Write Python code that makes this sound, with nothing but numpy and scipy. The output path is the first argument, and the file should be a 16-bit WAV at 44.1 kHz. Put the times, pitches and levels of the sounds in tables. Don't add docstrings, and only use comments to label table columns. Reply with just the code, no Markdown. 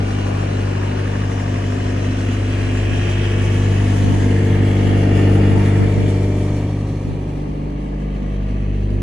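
import sys
import numpy as np
from scipy import signal
from scipy.fft import rfft, irfft, next_fast_len
from scipy.io import wavfile
from scipy.ndimage import uniform_filter1d

SR = 44100
rng = np.random.default_rng(int(sys.argv[2]) if len(sys.argv) > 2 else 0)


def generate_wav(sig):
    pcm = np.round(np.clip(np.atleast_2d(sig).T, -1, 1) * 32767).astype(np.int16)
    wavfile.write(sys.argv[1], SR, pcm)


N = 397782
TIME = np.arange(N) / SR
EDGE_HZ = 11700

# (time [s], firings per second [Hz])
FIRING_RATE = [(0, 49.46), (1.8, 49.5), (3.0, 49.62), (4.5, 49.55), (5.1, 49.6), (5.8, 49.45), (6.8, 49.47),
               (7.8, 49.58), (9, 49.6)]
# (time [s], level [dB])
BOOM_ALONG_WALK = [(0, -29.5), (0.8, -30.5), (1.7, -30.5), (2.9, -29), (3.8, -25), (4.4, -24), (4.9, -23.5),
                   (5.35, -20.5), (5.8, -22.5), (6.5, -27.5), (7, -30.5), (7.7, -34), (8.4, -34),
                   (9, -32.5)]
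# (time [s], level [dB])
TREBLE_ALONG_WALK = [(0, -37), (1.5, -37), (2.4, -35.5), (3.1, -32.5), (4.4, -34.5), (5.65, -34),
                     (6.3, -39.5), (7.1, -46), (7.7, -49), (8.5, -47.5), (9, -48)]
# (time [s], left-right difference [dB], share behind [0-1], width [dB])
UNIT_BEARING = [(0, 4, 0, 2), (3, 3.5, 0.14, -1), (5.6, 3, 0.5, -2), (6.2, 2.5, 0.06, -8),
                (6.65, 2, 0.2, -14), (7.1, 0, 0.8, -6), (7.5, 0.5, 1, 5.5), (9, 0.5, 0.96, 2)]


def drone(firings, level_db=0, unsteady_db=-0.05, even_lean=0.09, lean=0.19, pipe_lag=0.04):
    exhaust_orders = (1, 2, 3, 4, 5, 6, 7, 9)
    # (level beside the unit [dB], following [dB per dB of boom])
    exhaust_levels = [(-24, 0.57), (-13, 0.78), (-23, 0.79), (-22, 1.13), (-25.5, 1.45), (-24, 1.35),
                      (-28, 1.5), (-29, 1.5)]
    boom_db = below_top(BOOM_ALONG_WALK, TIME)
    side_db = leftward(TIME)
    out = np.zeros((2, N))
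    for k, (db, following) in zip(exhaust_orders, exhaust_levels):
        order_db = level_db + db + following * boom_db + unsteady_db * drift(33)
        strength = standing(k) * gain_of(order_db)
        tilt = gain_of(side_db * (even_lean + lean * (k / exhaust_orders[-1]) ** 2))
        wave = np.sin(2 * np.pi * k * (firings - pipe_lag * k))
        out += np.array([tilt, 1 / tilt]) * strength * wave
    return np.sqrt(2) * out


def rush(firings, level_db=-34.0, knocking=0.63, patchy_db=1.65, flicker_db=1.17, flicker_hz=5500):
    # (frequency [Hz], level [dB per Hz])
    rush_spectrum = [(290, -17), (500, -1), (610, -5.5), (730, -7.5), (980, -10.5), (1130, -8.5),
                     (1400, -14), (1620, -9.5), (1850, -9), (2300, -11.5), (2900, -13), (3350, -16),
                     (3650, -22), (4200, -21.5), (5200, -25.5), (5900, -22.5), (8000, -29), (9400, -31),
                     (11500, -38)]
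    # (frequency [Hz], share [0-1])
    repeating_share = [(600, 0.34), (1100, 0.62), (1900, 0.56), (3000, 0.52), (4500, 0.32), (9000, 0.44)]
    # (time [s], level [dB])
    hiss_along_walk = [(0, -46), (1.3, -46.5), (3.3, -44.5), (4.15, -43), (4.4, -47), (5.7, -47),
                       (6.4, -48.5), (7.1, -54.5), (7.7, -59), (9, -59.5)]
    # (frequency [Hz], by boom [dB per dB], by treble [dB per dB], by hiss [dB per dB])
    range_following = [(450, 1, -0.5, 1), (734, 0.82, 0.66, -0.5), (1150, -0.09, 0.96, 0),
                       (1680, -0.2, 1.1, 0), (2160, 0.38, 0.86, -0.3), (3100, -0.1, 1.0, 0),
                       (4020, 0, 0.15, 0.52), (5840, 0, 0, 1.34), (11200, 0.72, 0, 0.5)]
    knock = knocks(firings)
    clatter = knock * cycling(firings)
    air = rng.standard_normal((2, N)) * evened(1 + knocking * (knock - 1))
    hz, t, (clatter, air) = spectra(scatter(np.array([clatter, air])))

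    patches = uniform_filter1d(rng.standard_normal(air.shape[1:]), size=40, axis=0)
    patches = evened(uniform_filter1d(patches, size=6, axis=1))
    flicker = hz / flicker_hz * np.interp(t, TIME, drift(16))
    air = air * gain_of(patchy_db * patches + flicker_db * flicker)

    share = np.clip(across(repeating_share, hz)[0], 0, 1)
    mixed = np.sqrt(share) * clatter + np.sqrt(1 - share) * air
    mixed = mixed * gain_of(across(rush_spectrum, hz)[0])

    by_boom, by_treble, by_hiss = across(range_following, hz)
    reach_db = by_boom * below_top(BOOM_ALONG_WALK, t) + by_treble * below_top(TREBLE_ALONG_WALK, t)
    reach = gain_of(reach_db + by_hiss * below_top(hiss_along_walk, t))
    reach = reach / np.sqrt(np.mean(reach ** 2, axis=1, keepdims=True))
    return gain_of(level_db) * evened(waveform(mixed * reach * gain_of(colouring(hz, t))))


def knocks(firings, cylinder_db=(0.5, 2.5, -.5, -2.0), peak_at=0.53, spread=0.22, bed=3.0):
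    strength = gain_of(cylinder_db)[firings.astype(int) % len(cylinder_db)]
    swell = np.exp(-.5 * ((firings % 1 - peak_at) / spread) ** 2)
    return evened(bed + strength * swell)


def cycling(firings, count=10):
    cycles = rng.standard_normal((2, count + 1, 3564))
    place = (firings / 4 % 1 * cycles.shape[-1]).astype(int)
    spot, onward = np.divmod(np.arange(N) * count, N)
    turn = np.pi / 2 * onward / N
    return np.cos(turn) * cycles[:, spot, place] + np.sin(turn) * cycles[:, spot + 1, place]


def scatter(x, spread_s=0.00394):
    hz = np.fft.rfftfreq(N, 1 / SR)
    paths_hz = np.geomspace(500, EDGE_HZ, 24)
    delay = np.interp(hz, paths_hz, spread_s * rng.standard_normal(len(paths_hz)))
    return irfft(rfft(x) * np.exp(-2j * np.pi * np.cumsum(delay) * hz[1]), N)


def colouring(hz, t, ripple_db=2.3):
    # (frequency [Hz], width [Hz], level [dB], clearest at [s], half span [s])
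    housing_resonances = [(615, 160, 9.5, 8.05, 1.6), (710, 58, 4.5, 2.9, 0.32),
                          (780, 830, 6.5, 0.94, 1.28), (890, 180, 4, 5.8, 1.5), (1350, 220, 4.5, 5.5, 0.5),
                          (2660, 700, 2, 3, 0.44), (2030, 500, 1.5, 4.3, 0.68), (2360, 290, 0, 5.0, 0.87),
                          (2680, 520, 4, 8.58, 0.35), (2880, 220, 2.5, 2.4, 2.8), (3060, 240, 6, 5, 0.5),
                          (6100, 530, 5.5, 8.4, 1.1)]
    ringing = 0
    for f, width, db, s, span in housing_resonances:
        nearness = np.exp(-((t - s) / span) ** 2)
        ringing = ringing + db * nearness / (1 + (2 * (hz - f) / width) ** 2)
    ripple = rng.standard_normal((len(hz), len(t)))
    ripple = uniform_filter1d(uniform_filter1d(ripple, size=4, axis=0), size=70, axis=1)
    return ringing + ripple_db * evened(ripple)


def slaps(firings, level_db=-34.3, swell_s=0.0019, low_hz=1600, high_hz=1980, uneven_db=0.5,
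          fresh=0.45, shading=1.5, receding=0.75):
    # (place in the cycle [firings], level [dB])
    piston_slaps = [(0.17, -1), (1.13, 1.5), (2.15, -4), (3.2, -1.5)]
    firing_hz = along(FIRING_RATE, TIME)[0]
    envelope = 0
    for place, db in piston_slaps:
        age = (firings - place) % len(piston_slaps) / firing_hz / swell_s
        envelope = envelope + gain_of(db + uneven_db * drift(11)) * age * np.exp(1 - age)
    block = signal.butter(2, [low_hz, high_hz], "band", fs=SR, output="sos")
    modes = signal.sosfilt(block, cycling(firings)[0] + fresh * rng.standard_normal((2, N)))
    phase = np.angle(signal.hilbert(modes, next_fast_len(N))[:, :N])
    rattle = evened(np.cos(phase))
    treble_db = below_top(TREBLE_ALONG_WALK, TIME)
    reach_db = shading * treble_db - receding * below_top(BOOM_ALONG_WALK, TIME)
    reach_db = np.minimum(reach_db - reach_db[:SR].mean(), 0)
    return gain_of(level_db + reach_db) * envelope * rattle


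def buzz(firings, level_db=-16.5, fading_db=2.5, fading_hz=1.112, following=0.94, wander_rad=0.18):
    housing_orders = (2.5, 3.5, 4.5, 5.5, 6.5, 7.5, 8, 8.5, 9.5, 10, 11, 11.5, 12, 12.5, 13, 14, 14.5, 15,
                      16, 17, 19)
    housing_levels = (-14.5, -23, -24, -12.5, -17, -14.5, -19, -18, -14.5, -21, -21, -28.5, -25, -28.5, -23,
                      -22.5, -29.5, -31, -30.5, -35, -32.5)
    lines = 0
    for k, db in zip(housing_orders, housing_levels):
        strength = standing(k) * gain_of(db + fading_db * drift(fading_hz))
        phase = 2 * np.pi * (k * firings + rng.random()) + wander_rad * drift(7)
        lines = lines + strength * np.cos(phase)
    return gain_of(level_db + following * below_top(BOOM_ALONG_WALK, TIME)) * lines


def fans(level_db=-30.5, fading_db=2.0, wander_rad=0.31, shading=0.95):
    # (frequency [Hz], level [dB])
    blade_tones = [(252.6, 0.5), (433, -14), (505.2, -23)]
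    tones = 0
    for hz, db in blade_tones:
        strength = gain_of(db + fading_db * drift(0.74))
        phase = 2 * np.pi * (hz * TIME + rng.random()) + wander_rad * drift(2)
        tones = tones + strength * np.cos(phase)
    return gain_of(level_db + shading * around_median(TREBLE_ALONG_WALK)) * tones


def wakes(level_db=-36.0, low_hz=222, high_hz=262, following=0.17):
    band = signal.butter(2, [low_hz, high_hz], "band", fs=SR, output="sos")
    whoosh = evened(signal.sosfilt(band, rng.standard_normal((2, N))))
    return gain_of(level_db + following * around_median(BOOM_ALONG_WALK)) * whoosh


def rumble(firings, level_db=-30.0, swell_db=0.26, following=0.63, throb=0.082):
    # (frequency [Hz], level [dB per Hz])
    turbulence = [(8, -1.5), (25, -6), (60, 1), (120, 2), (180, 0.5), (240, -4), (310, -3.5), (450, -7),
                  (550, -18), (750, -69)]
    shape = gain_of(across(turbulence, np.fft.rfftfreq(N, 1 / SR))[0])
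    noise = irfft(rfft(rng.standard_normal((2, N))) * shape, N)
    strokes = 1 + throb * np.sin(2 * np.pi * firings)
    walk_db = following * around_median(BOOM_ALONG_WALK)
    return evened(noise * strokes) * gain_of(level_db + walk_db + swell_db * drift(6.7))


def grit(level_db=-3, decay_s=0.0018, low_hz=1200, high_hz=5500):
    # (time [s], level [dB])
    stone_ticks = [(7.7034, -46), (7.9468, -49), (8.2294, -46), (8.9042, -42)]
    out = np.zeros((2, N))
    t = TIME[:SR // 20]
    band = signal.butter(2, [low_hz, min(high_hz, SR / 2 - 1)], "band", fs=SR, output="sos")
    for s, db in stone_ticks:
        tick = signal.sosfilt(band, rng.standard_normal((2, len(t))) * np.exp(-t / decay_s))
        tick = gain_of(db + level_db) * tick / tick[:, :SR // 500].std()
        part = out[:, round(s * SR):][:, :len(t)]
        part += tick[:, :part.shape[1]]
    return out


def breeze(level_db=-3.0, low_hz=45, high_hz=150, top_hz=600, light_db=-41, swell_db=7.0,
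           windiest_s=4.8, spell_s=1.4):
    # (time [s], level [dB], length [s])
    puffs_on_mic = [(2.66, -31, 0.09), (2.913, -27, 0.068), (3.702, -39, 0.05), (4.145, -24, 0.13),
                    (4.898, -24, 0.11), (5.25, -31, 0.043), (5.55, -21, 0.067), (5.823, -17, 0.054),
                    (6.012, -21, 0.087), (7.106, -26, 0.068), (8.694, -38, 0.11), (8.95, -32, 0.1)]
    narrow = signal.butter(1, [low_hz, high_hz], "band", fs=SR, output="sos")
    wide = signal.butter(1, [low_hz / 2, top_hz], "band", fs=SR, output="sos")
    noise = evened(signal.sosfilt(np.vstack([narrow, wide]), rng.standard_normal(N)))
    puffs = sum(gain_of(db) * np.exp(-2 * ((TIME - s) / length) ** 2) for s, db, length in puffs_on_mic)
    spell = np.exp(-((TIME - windiest_s) / spell_s) ** 2)
    light = gain_of(light_db + swell_db * drift(6)) * spell
    eddies = gain_of(level_db) * (puffs + light) * noise
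    return np.array([eddies, -eddies])


def standing(k):
    # (time [s], order [firings], change of level [dB], half width [s])
    nodes_and_crests = [(1.2, 7, -30, 0.21), (2.3, 3, -5.5, 0.4), (3.2, 3, -2, 0.43), (2.2, 5.5, 7, 0.99),
                        (2.9, 4, -9, 0.77), (3, 7, 6.5, 1.17), (3.151, 5, -9, 0.29), (3.24, 6, -15, 0.66),
                        (3, 1, 3.5, 0.7), (3.3, 2, 1, 1.2), (3.27, 5.5, -15, 0.52), (3.98, 9, -12, 0.35),
                        (6.33, 12, 10.5, 0.36), (3.9, 9.5, -4, 0.2), (7.4, 9.5, -3, 0.45),
                        (6.2, 14, -13.5, 0.32), (6.55, 6, 4.5, 0.31), (6.9, 7, -21, 1.05),
                        (6.5, 7.5, 6, 0.6), (6.5, 5, -23, 1.8), (7.13, 4, -4, 0.46), (7.85, 2, -32, 1.15),
                        (8.2, 7, -11, 0.43), (7.7, 3, 4.5, 0.83), (8.35, 4, 6.5, 0.6), (8.64, 6, -19, 0.52),
                        (8.85, 1, 11, 0.9), (8.96, 2, 2.5, 0.4), (2.34, 9.5, -14, 0.6), (5.9, 9.5, 5, 0.46),
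                        (7.77, 6, 9, 0.34), (3.97, 7, -25, 0.34), (4.56, 7, 3, 0.35), (4.26, 5, 2.5, 0.27),
                        (4.4, 9, 5, 0.25), (3.75, 7.5, -5, 0.25), (4.65, 7.5, -13, 0.32),
                        (9.06, 7, 10.5, 0.35), (8.8, 5, 6, 0.24), (0.51, 7.5, 4, 1.2), (5.1, 14, 4, 0.7),
                        (2.4, 7.5, -4, 0.6)]
    powers = [1 + (gain_of(db) ** 2 - 1) * np.exp(-((TIME - s) / width) ** 2)
              for s, order, db, width in nodes_and_crests if round(2 * order) == 2 * k]
    return np.sqrt(np.prod(powers, axis=0))


def ports(pair, narrowing_hz=1200, mono_below_hz=280):
    # (frequency [Hz], likeness [0-1], phase lead of left [rad], share of left-right dB [1])
    mic_in_front = [(25, 1, 1, 4), (220, 0.91, 0, -1), (308, 0.9, 0.15, 1.6), (420, 0.85, 1.3, 2),
                    (583, 0.6, 0.1, 1.9), (697, 0.66, 3, 2), (905, 0.4, -2, 2.5), (1370, 0.62, -1.5, 0.5),
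                    (1840, 0.87, 0.5, 0), (2170, 0.03, 0.3, -0.64), (2940, 0.17, -2.5, 0),
                    (3330, 0.5, -1, 0), (3900, 1, -1.5, -0.5), (4720, 0.4, -0.9, 0.9),
                    (5400, 0.43, 3.5, -0.3), (6440, 0.34, 0.7, 0.5), (7700, 1, -4, -0.5),
                    (9100, 0.5, -1, -0.2)]
    # (frequency [Hz], likeness [0-1], phase lead of left [rad])
    mic_behind = [(260, 1, -1), (430, 1, 0.5), (603, 0.38, -0.1), (827, 0.22, 2), (1190, 0.43, 2.5),
                  (1900, 0.87, 0.5), (2760, 0.05, -1), (3900, 1, 0), (4940, 0.4, 1.5), (5960, 0.9, 4.5),
                  (7800, 1, 0.5), (9200, 0.6, -1)]
    hz, t, (one, other) = spectra(pair)
    left_db, behind, width_db = along(UNIT_BEARING, t)
    behind = np.clip(behind, 0, 1)
    blend = (1 - behind) * likeness(mic_in_front, hz) + behind * likeness(mic_behind, hz)
    like, lead = np.minimum(abs(blend), 1), np.angle(blend)
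    tilt = gain_of(across(mic_in_front, hz)[-1] * left_db / 2)
    common, apart = np.sqrt((1 + like) / 2) * one, np.sqrt((1 - like) / 2) * other
    left = (common + apart) * tilt
    right = (common - apart) / tilt * np.exp(-1j * lead)
    centre = np.sqrt(tilt ** 2 + tilt ** -2 + 2 * like * np.cos(lead))
    mid, side = (left + right) / centre, (left - right) / centre
    side = side * gain_of(width_db / (1 + (hz / narrowing_hz) ** 2))
    side = side * hz ** 4 / np.hypot(hz ** 4, mono_below_hz ** 4)
    return waveform(np.array([mid + side, mid - side]))


def likeness(rows, hz):
    f, like, lead = np.transpose(rows)[:3]
    return np.interp(np.log(hz + 1), np.log(f + 1), np.clip(like, 0, 1) * np.exp(1j * lead))


def leftward(t):
    return along(UNIT_BEARING, t)[0]


def below_top(curve, t):
    db = along(curve, t)[0]
    return db - db.max()


def around_median(curve):
    db = along(curve, TIME)[0]
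    return db - np.median(db)


def gain_of(db):
    return 10 ** (np.asarray(db) / 20)


def evened(x):
    return x / np.sqrt(np.mean(abs(x) ** 2) + 1e-20)


def along(rows, t):
    s, *columns = np.transpose(rows)
    return [np.interp(t, s, c) for c in columns]


def across(rows, hz):
    f, *columns = np.transpose(rows)
    return [np.interp(np.log(hz + 1), np.log(f + 1), c) for c in columns]


def drift(rate_hz):
    t = TIME[::200]
    rates = rate_hz * rng.uniform(0.0971, 1, size=12)
    sines = sum(np.sin(2 * np.pi * (f * t + rng.random())) for f in rates)
    return np.interp(TIME, t, evened(sines))


def spectra(x):
    hz, t, z = signal.stft(x, SR, nperseg=2048, noverlap=1536)
    return hz[:, None], t, z


def waveform(z):
    return signal.istft(z, SR, nperseg=2048, noverlap=1536)[1][..., :N]


def scene():
    firings = np.cumsum(along(FIRING_RATE, TIME)[0]) / SR
    tones = np.array([buzz(firings) + fans() for _ in range(2)])
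    housing = ports(tones + wakes() + rumble(firings) + rush(firings))
    return drone(firings) + housing + slaps(firings) + breeze() + grit()


def record(dry):
    low_pass = signal.firwin(1023, EDGE_HZ, window=("kaiser", 10), fs=SR)
    return signal.oaconvolve(dry, low_pass[None], "same")


dry = scene()
out = record(dry)
generate_wav(out)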